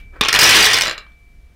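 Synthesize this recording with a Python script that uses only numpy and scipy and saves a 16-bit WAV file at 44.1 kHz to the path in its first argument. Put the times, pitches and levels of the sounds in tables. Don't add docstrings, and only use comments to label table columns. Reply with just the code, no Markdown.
import sys
import numpy as np
from scipy import signal
from scipy.fft import rfft, irfft
from scipy.io import wavfile

SR = 44100
rng = np.random.default_rng(int(sys.argv[2]) if len(sys.argv) > 2 else 0)


def materialize(psi):
    bounded = np.clip(np.atleast_2d(psi).T, -1, 1)
    quanta = np.round(bounded * 32767).astype(np.int16)
    wavfile.write(sys.argv[1], SR, quanta)


def volts_from_db(level):
    exponent = np.asarray(level, float) / 20
    return 10 ** exponent


N = 68355

# (frequency [Hz], level [dB])
TILE_MODES = [(1150, -19.5), (1500, -10.5), (1900, -6.5), (2400, -4.5), (2900, -4.5), (3500, -3.5),
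              (4200, -10), (4900, -6), (5600, -11), (7000, -17), (8400, -16.5), (10800, -26.5),
              (13500, -37)]
# (frequency [Hz], t60 [s])
ROOM_T60 = [(200, 0.11), (700, 0.33), (1500, 0.33), (3500, 0.19), (7000, 0.093), (13000, 0.19)]
# (frequency [Hz], gain [dB])
WALL_GAIN = [(1000, -2.5), (4000, 1.5), (7000, -0.5), (14000, -2.5)]
DETUNE, UNEVEN_DB = 0.1, 2.0


def evened(x):
    return x / np.sqrt(np.mean(x ** 2) + 1e-20)


def read(points, hz):
    f, value = np.transpose(points)
    return np.interp(np.log(hz + 1), np.log(f + 1), value)


def curve(points):
    return np.interp(np.arange(N) / SR, *np.transpose(points))


def add(mix, time_s, sound):
    part = mix[round(time_s * SR):][:len(sound)]
    part += sound[:len(part)]


def coloured(x, spectrum):
    hz = np.fft.rfftfreq(len(x), 1 / SR)
    return irfft(rfft(x) * volts_from_db(read(spectrum, hz)), len(x))


def ring(hz, db, t60_s, size=5000):
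    contact_s = 0.0003
    t = np.arange(size)[:, None] / SR
    decay = volts_from_db(db - 60 * t / t60_s)
    onset = 1 - np.exp(-t / contact_s)
    return (decay * onset * np.sin(2 * np.pi * hz * t)).sum(1)


def tick(hard_db, tick_db):
    tick_t60_s, crack_t60_s, crack_db = 0.003, 0.014, -12
    t = np.arange(5000) / SR
    decay = volts_from_db(-60 * t / tick_t60_s) + volts_from_db(crack_db - 60 * t / crack_t60_s)
    return np.diff(rng.standard_normal(5001)) * volts_from_db(tick_db + hard_db) * decay


def clack(modes, detune, uneven_db, hard_db, tick_db=-29.0):
    # (frequency [Hz], level [dB], t60 [s])
    table_top = [(103, -36.5, 0.033), (120, -40.5, 0.2), (274.5, -34, 0.056), (334, -29.5, 0.079),
                 (430.2, -28, 0.054), (636, -31, 0.034), (860, -37.5, 0.027)]
    hard_hz, rebound_s, rebound_db = 3300, 0.004, -7.0
    hz, db = np.transpose(modes)
    a, b = rng.standard_normal((2, len(hz)))
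    t60_s = 0.009 * (3000 / hz) ** 0.35
    db = db - 3 + hard_db * np.clip(np.log2(hz / hard_hz), 0, 1)
    hit = tick(hard_db, tick_db)
    first_tile = ring(hz * (1 + detune * a), db + uneven_db * b, t60_s, size=1000)
    second_tile = ring(hz * (1 + detune * b), db - uneven_db * a, t60_s, size=1000)
    add(hit, 0, first_tile + second_tile)
    out = hit.copy()
    for late in rng.standard_normal(4):
        gain = np.sign(late) * volts_from_db(rebound_db * (1 + abs(late)))
        add(out, rebound_s * abs(late), gain * hit)
    low_hz, low_db, low_t60_s = np.transpose(table_top)
    low_hz = low_hz * (1 + 0.17 * detune * a[:len(low_hz)])
    low_db = low_db + 4.3 * rng.standard_normal(len(low_hz))
    return out + ring(low_hz, low_db, low_t60_s) * rng.choice([-1, 1])


def blows():
    # (time [s], strength [dB],
    # strongest ring [Hz], hardness [dB])
    tile_blows = [(0.2108, 6, 3240, -11), (0.2124, 0.5, 2490, -7.5), (0.2201, -11, 3000, -6),
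                  (0.2255, -18, 2830, -8), (0.236, -8, 2610, 4), (0.241, -16.5, 2860, 0),
                  (0.2497, -8.5, 2960, 1), (0.2579, -5.5, 2800, -2.5), (0.2654, -11.5, 2640, -11),
                  (0.2848, 1, 5380, 1.5), (0.293, -4.5, 3400, -1.5), (.312, -18, 2470, -7.5),
                  (.328, -1, 5880, 11.5), (0.329, 0.5, 1850, 9), (0.348, 3.5, 1820, 3.5),
                  (0.357, -4, 1220, 1.5), (0.36, -1.5, 3310, -2.5), (0.3896, 8.5, 2360, 10.5),
                  (0.3977, -1.5, 2970, 9), (0.401, -8.5, 2190, 2), (.416, 4, 5500, 17),
                  (.424, 9, 1722, -5.5), (.431, 9.5, 2220, 5), (0.4391, 13, 5730, 4.5),
                  (0.455, -0.5, 3360, 7.5), (0.464, 0.5, 1970, 5.5), (.476, 2.5, 5440, -0.5),
                  (0.492, 7, 3300, 11.5), (.498, 6, 2310, 9), (0.509, 7, 5630, 1.5),
                  (0.5206, -0.5, 2150, -5.5), (0.5278, -1.5, 4090, -5.5), (0.5372, 2, 1772, -0.5),
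            (0.549, -1.5, 2170, 8), (0.557, 5.5, 4934, 9.5), (0.5666, 6.5, 3950, 8.5),
            (0.5758, 2, 1623, 1.5), (0.5868, 1, 2797, 2), (0.5903, -1.5, 2944, 12), (0.6062, 0, 5820, -2),
            (0.6108, -5.5, 4794, 8.5), (0.6266, -1.5, 4625, 9), (0.6333, 1.5, 3360, 6.5),
            (0.6431, 1, 4070, 13.5), (0.6536, 2, 3930, 11.5), (0.661, 3.5, 3386, 10.5),
            (0.6696, 0.5, 1720, 5), (0.6863, -14, 4390, 15), (0.688, -14.5, 2020, -1),
            (0.7013, -9.5, 2000, -12), (0.7141, -7, 3320, 3), (0.7182, -12, 2622, -16),
            (0.7326, 0.5, 5730, 7), (0.7414, -1.5, 4910, 10.5), (0.7502, -10.5, 2593, 5),
            (0.7591, -8, 4225, -9), (0.7668, -8.5, 3650, 11), (0.7747, -4, 2200, 7.5),
                  (.786, -4.5, 2990, 8.5), (0.798, -38, 2240, -8), (0.8103, -16, 4400, 7),
                    (0.816, -21, 4650, -7), (0.8197, -3.5, 5880, 6), (.855, -13.5, 3240, 11.5),
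                    (.861, -8, 1780, -13), (0.887, -11, 1900, -19), (1.066, -38.5, 1200, -20.5),
                  (0.23, -21, 2300, -5), (0.2765, -24, 2640, -10.5), (0.33, -11, 1800, 4),
                    (0.36, -0.5, 3500, 9.5), (0.35, -6.5, 1500, -1.5), (0.39, -12.5, 3600, -1.5),
                    (0.27, -14.5, 2300, -0.5), (0.55, -3, 3300, 0), (0.72, -5.5, 2140, -1.5),
                    (0.63, -13, 2200, -0.5), (0.77, -16, 2200, -1), (0.81, 0, 2470, 11),
                    (0.73, -20, 3500, -2), (0.825, -18, 2200, 12), (0.82, -11, 3500, -4),
                    (1.12, -46, 3490, -15), (0.21, 0, 3400, -12), (.2878, -5, 3200, 9), (0.34, 1, 1720, 2),
                    (0.98, -31, 2800, -17), (.929, -22, 2400, -3), (.7355, -2, 5200, 6),
                    (0.41, 5.5, 5100, -3.5), (.368, -4.5, 1700, -3.5), (.7445, -3.5, 5430, -1)]
    # (time [s], strength [dB], hardness [dB])
    rocks = [(.8352, -9, 1), (0.8705, -12, 3), (0.8799, -11, 0), (.896, -13, 4), (0.9108, -16, 3),
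             (.9215, -27, 2), (0.9793, -21, 0), (.9865, -29, 3)]
    # (frequency [Hz], level [dB])
    rocker_modes = [(650, -14), (1270, -9), (1600, -5.5), (2340, -4.5), (2720, -3.5), (3450, -4.5),
                    (3950, -2.5), (4850, -5.5), (5700, -21), (7100, -9.5), (8300, -20.5), (11300, -21),
                    (13200, -28)]
    # (frequency [Hz], level [dB], t60 [s])
    thud = [(250, -17, .05), (850, -18, .035), (1090, -16, .04)]
    blow_db, main_t60_s, thud_s = -2.0, 0.009, 0.2105
    out = np.zeros(N)
    for time_s, db, hz, hard_db in tile_blows:
        blow = ring(hz, 0, main_t60_s) + clack(TILE_MODES, DETUNE, UNEVEN_DB, hard_db)
        add(out, time_s, volts_from_db(db + blow_db) * blow)
    for time_s, db, hard_db in rocks:
        rock = clack(rocker_modes, detune=0.006, uneven_db=1.5, hard_db=hard_db, tick_db=-46.0)
        add(out, time_s, volts_from_db(db) * rock)
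    add(out, thud_s, ring(*np.transpose(thud)))
    return out


def clatter():
    # (time [s], level [dB])
    level = [(.21, -44), (.3, -63), (.385, -32), (.425, -17), (.6, -16), (.69, -21), (.8, -28.5),
             (.86, -32.5), (.94, -52)]
    clacks_per_s, spread_db, tiles = 1500, 2.5, 40
    t = np.arange(N) / SR
    strength = volts_from_db(spread_db * np.minimum(rng.exponential(1, N), 4))
    strength *= rng.random(N) < clacks_per_s / SR
    strength *= volts_from_db(curve(level)) * (t > level[0][0]) * (t < level[-1][0])
    tile = rng.integers(0, tiles, N)
    out = np.zeros(N)
    for k in range(tiles):
        sound = clack(TILE_MODES, 1.4 * DETUNE, UNEVEN_DB, hard_db=5.5)
        out += signal.oaconvolve(strength * (tile == k), sound)[:N]
    return out


def slide():
    # (time [s], level [dB])
    level = [(.12, -63), (.14, -47), (.152, -50.5), (.165, -39), (.178, -49.5), (.2, -54.5), (.21, -49)]
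    # (frequency [Hz], density [dB per Hz])
    body = [(100, -47), (300, 1), (700, -9.5), (1050, -6.5), (1450, -1), (2000, -12), (3200, -24.5),
            (9000, -43)]
    slips_per_s, t = 1500, np.arange(N) / SR
    jerks = volts_from_db(2.5 * rng.exponential(1, N)) * (rng.random(N) < slips_per_s / SR)
    slips = rng.standard_normal(N) * (1.6 + jerks)
    return evened(coloured(slips, body)) * volts_from_db(curve(level)) * (t > level[0][0]) * (t < level[-1][0])


def room_decay(x):
    hz, t, z = signal.stft(x, SR, nperseg=256)
    return signal.istft(z * volts_from_db(-60 * t / read(ROOM_T60, hz)[:, None]), SR, nperseg=256)[1]


def tail():
    taps = np.zeros(SR // 2)
    at = np.arange(500, SR // 2 - 20, 20)
    taps[at + rng.integers(0, 20, len(at))] = rng.choice([-1., 1.], len(at))
    out = room_decay(taps)
    return coloured(out / np.linalg.norm(out), WALL_GAIN)


def room(x):
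    # (delay [s], level [dB])
    echoes = [(.0017, -10.5), (.0034, -10.5), (.0052, -16), (.0081, -17.5)]
    tail_db, turn_hz = -6.5, 9
    out = x.copy()
    turn = 2 * np.pi * turn_hz * np.arange(N) / SR
    for k, (delay_s, db) in enumerate(echoes):
        add(out, delay_s, (-1) ** k * volts_from_db(db) * coloured(x, WALL_GAIN))
    for k in range(3):
        share = np.sqrt(2 / 3) * np.cos(turn + k * np.pi / 3)
        out += volts_from_db(tail_db) * signal.fftconvolve(x * share, tail())[:N]
    return out


def glass():
    # (time [s], level [dB])
    starts = [
        (0.0, -46),
        (.88, -43),
    ]
    glass_hz, t60_s, beat_hz, beat_depth = 2319.0, 1.8, 4.7, 0.12
    t = np.arange(N) / SR
    level = np.zeros(N)
    for time_s, db in starts:
        fade_in = np.clip((t - time_s) * 20 + 1, 0, 1)
        level += volts_from_db(db - 60 * (t - time_s) / t60_s) * fade_in
    beat = 1 + beat_depth * np.cos(2 * np.pi * beat_hz * t)
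    return level * beat * np.sin(2 * np.pi * glass_hz * t)


def earlier():
    # (frequency [Hz], density [dB per Hz])
    colour = [(300, -20), (1000, -10.5), (1500, -3.5), (2900, 2), (4500, -9), (8000, -19)]
    noise = evened(coloured(rng.standard_normal(N), colour))
    return volts_from_db(-50.5) * room_decay(noise)[:N]


def air():
    # (frequency [Hz], density [dB per Hz])
    colour = [(12, -12), (25, 4.5), (55, 1.5), (120, -15.5), (220, -21), (800, -34.5), (2000, -32.5),
              (16000, -48), (17600, -59.5)]
    # (time [s], gain [dB])
    swell = [(0, 9), (.5, 8), (1.1, 3), (1.3, 3), (1.55, 6)]
    # (frequency [Hz], rms level [dB])
    hum_tones = [(699.8, -75)]
    air_db, t = -48.5, np.arange(N) / SR
    noise = volts_from_db(air_db) * evened(coloured(rng.standard_normal(N), colour))
    low = signal.sosfilt(signal.butter(1, 500, fs=SR, output="sos"), noise)
    hum = sum(np.sqrt(2) * volts_from_db(db) * np.sin(2 * np.pi * hz * t) for hz, db in hum_tones)
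    return noise + low * (volts_from_db(curve(swell)) - 1) + hum


def scene():
    no_bass = signal.butter(2, 80, "high", fs=SR, output="sos")
    tiles = signal.sosfilt(no_bass, blows() + clatter() + slide())
    return (room(tiles) + glass() + earlier() + air())[None]


def roll_off(x):
    return signal.sosfilt(signal.butter(12, 16670, fs=SR, output="sos"), x)


def record(dry):
    clip, knee, edge_hz = 0.5, 24.0, 15800
    flat = dry / (1 + abs(dry / clip) ** knee) ** (1 / knee)
    no_bass = signal.butter(2, 120, "high", fs=SR, output="sos")
    flat = dry + signal.sosfiltfilt(no_bass, flat - dry)
    band_limit = signal.firwin(255, edge_hz, window=("kaiser", 5), fs=SR)
    mix = signal.oaconvolve(flat, band_limit[None], "same")
    return roll_off(mix)


dry = scene()
out = record(dry)
materialize(out)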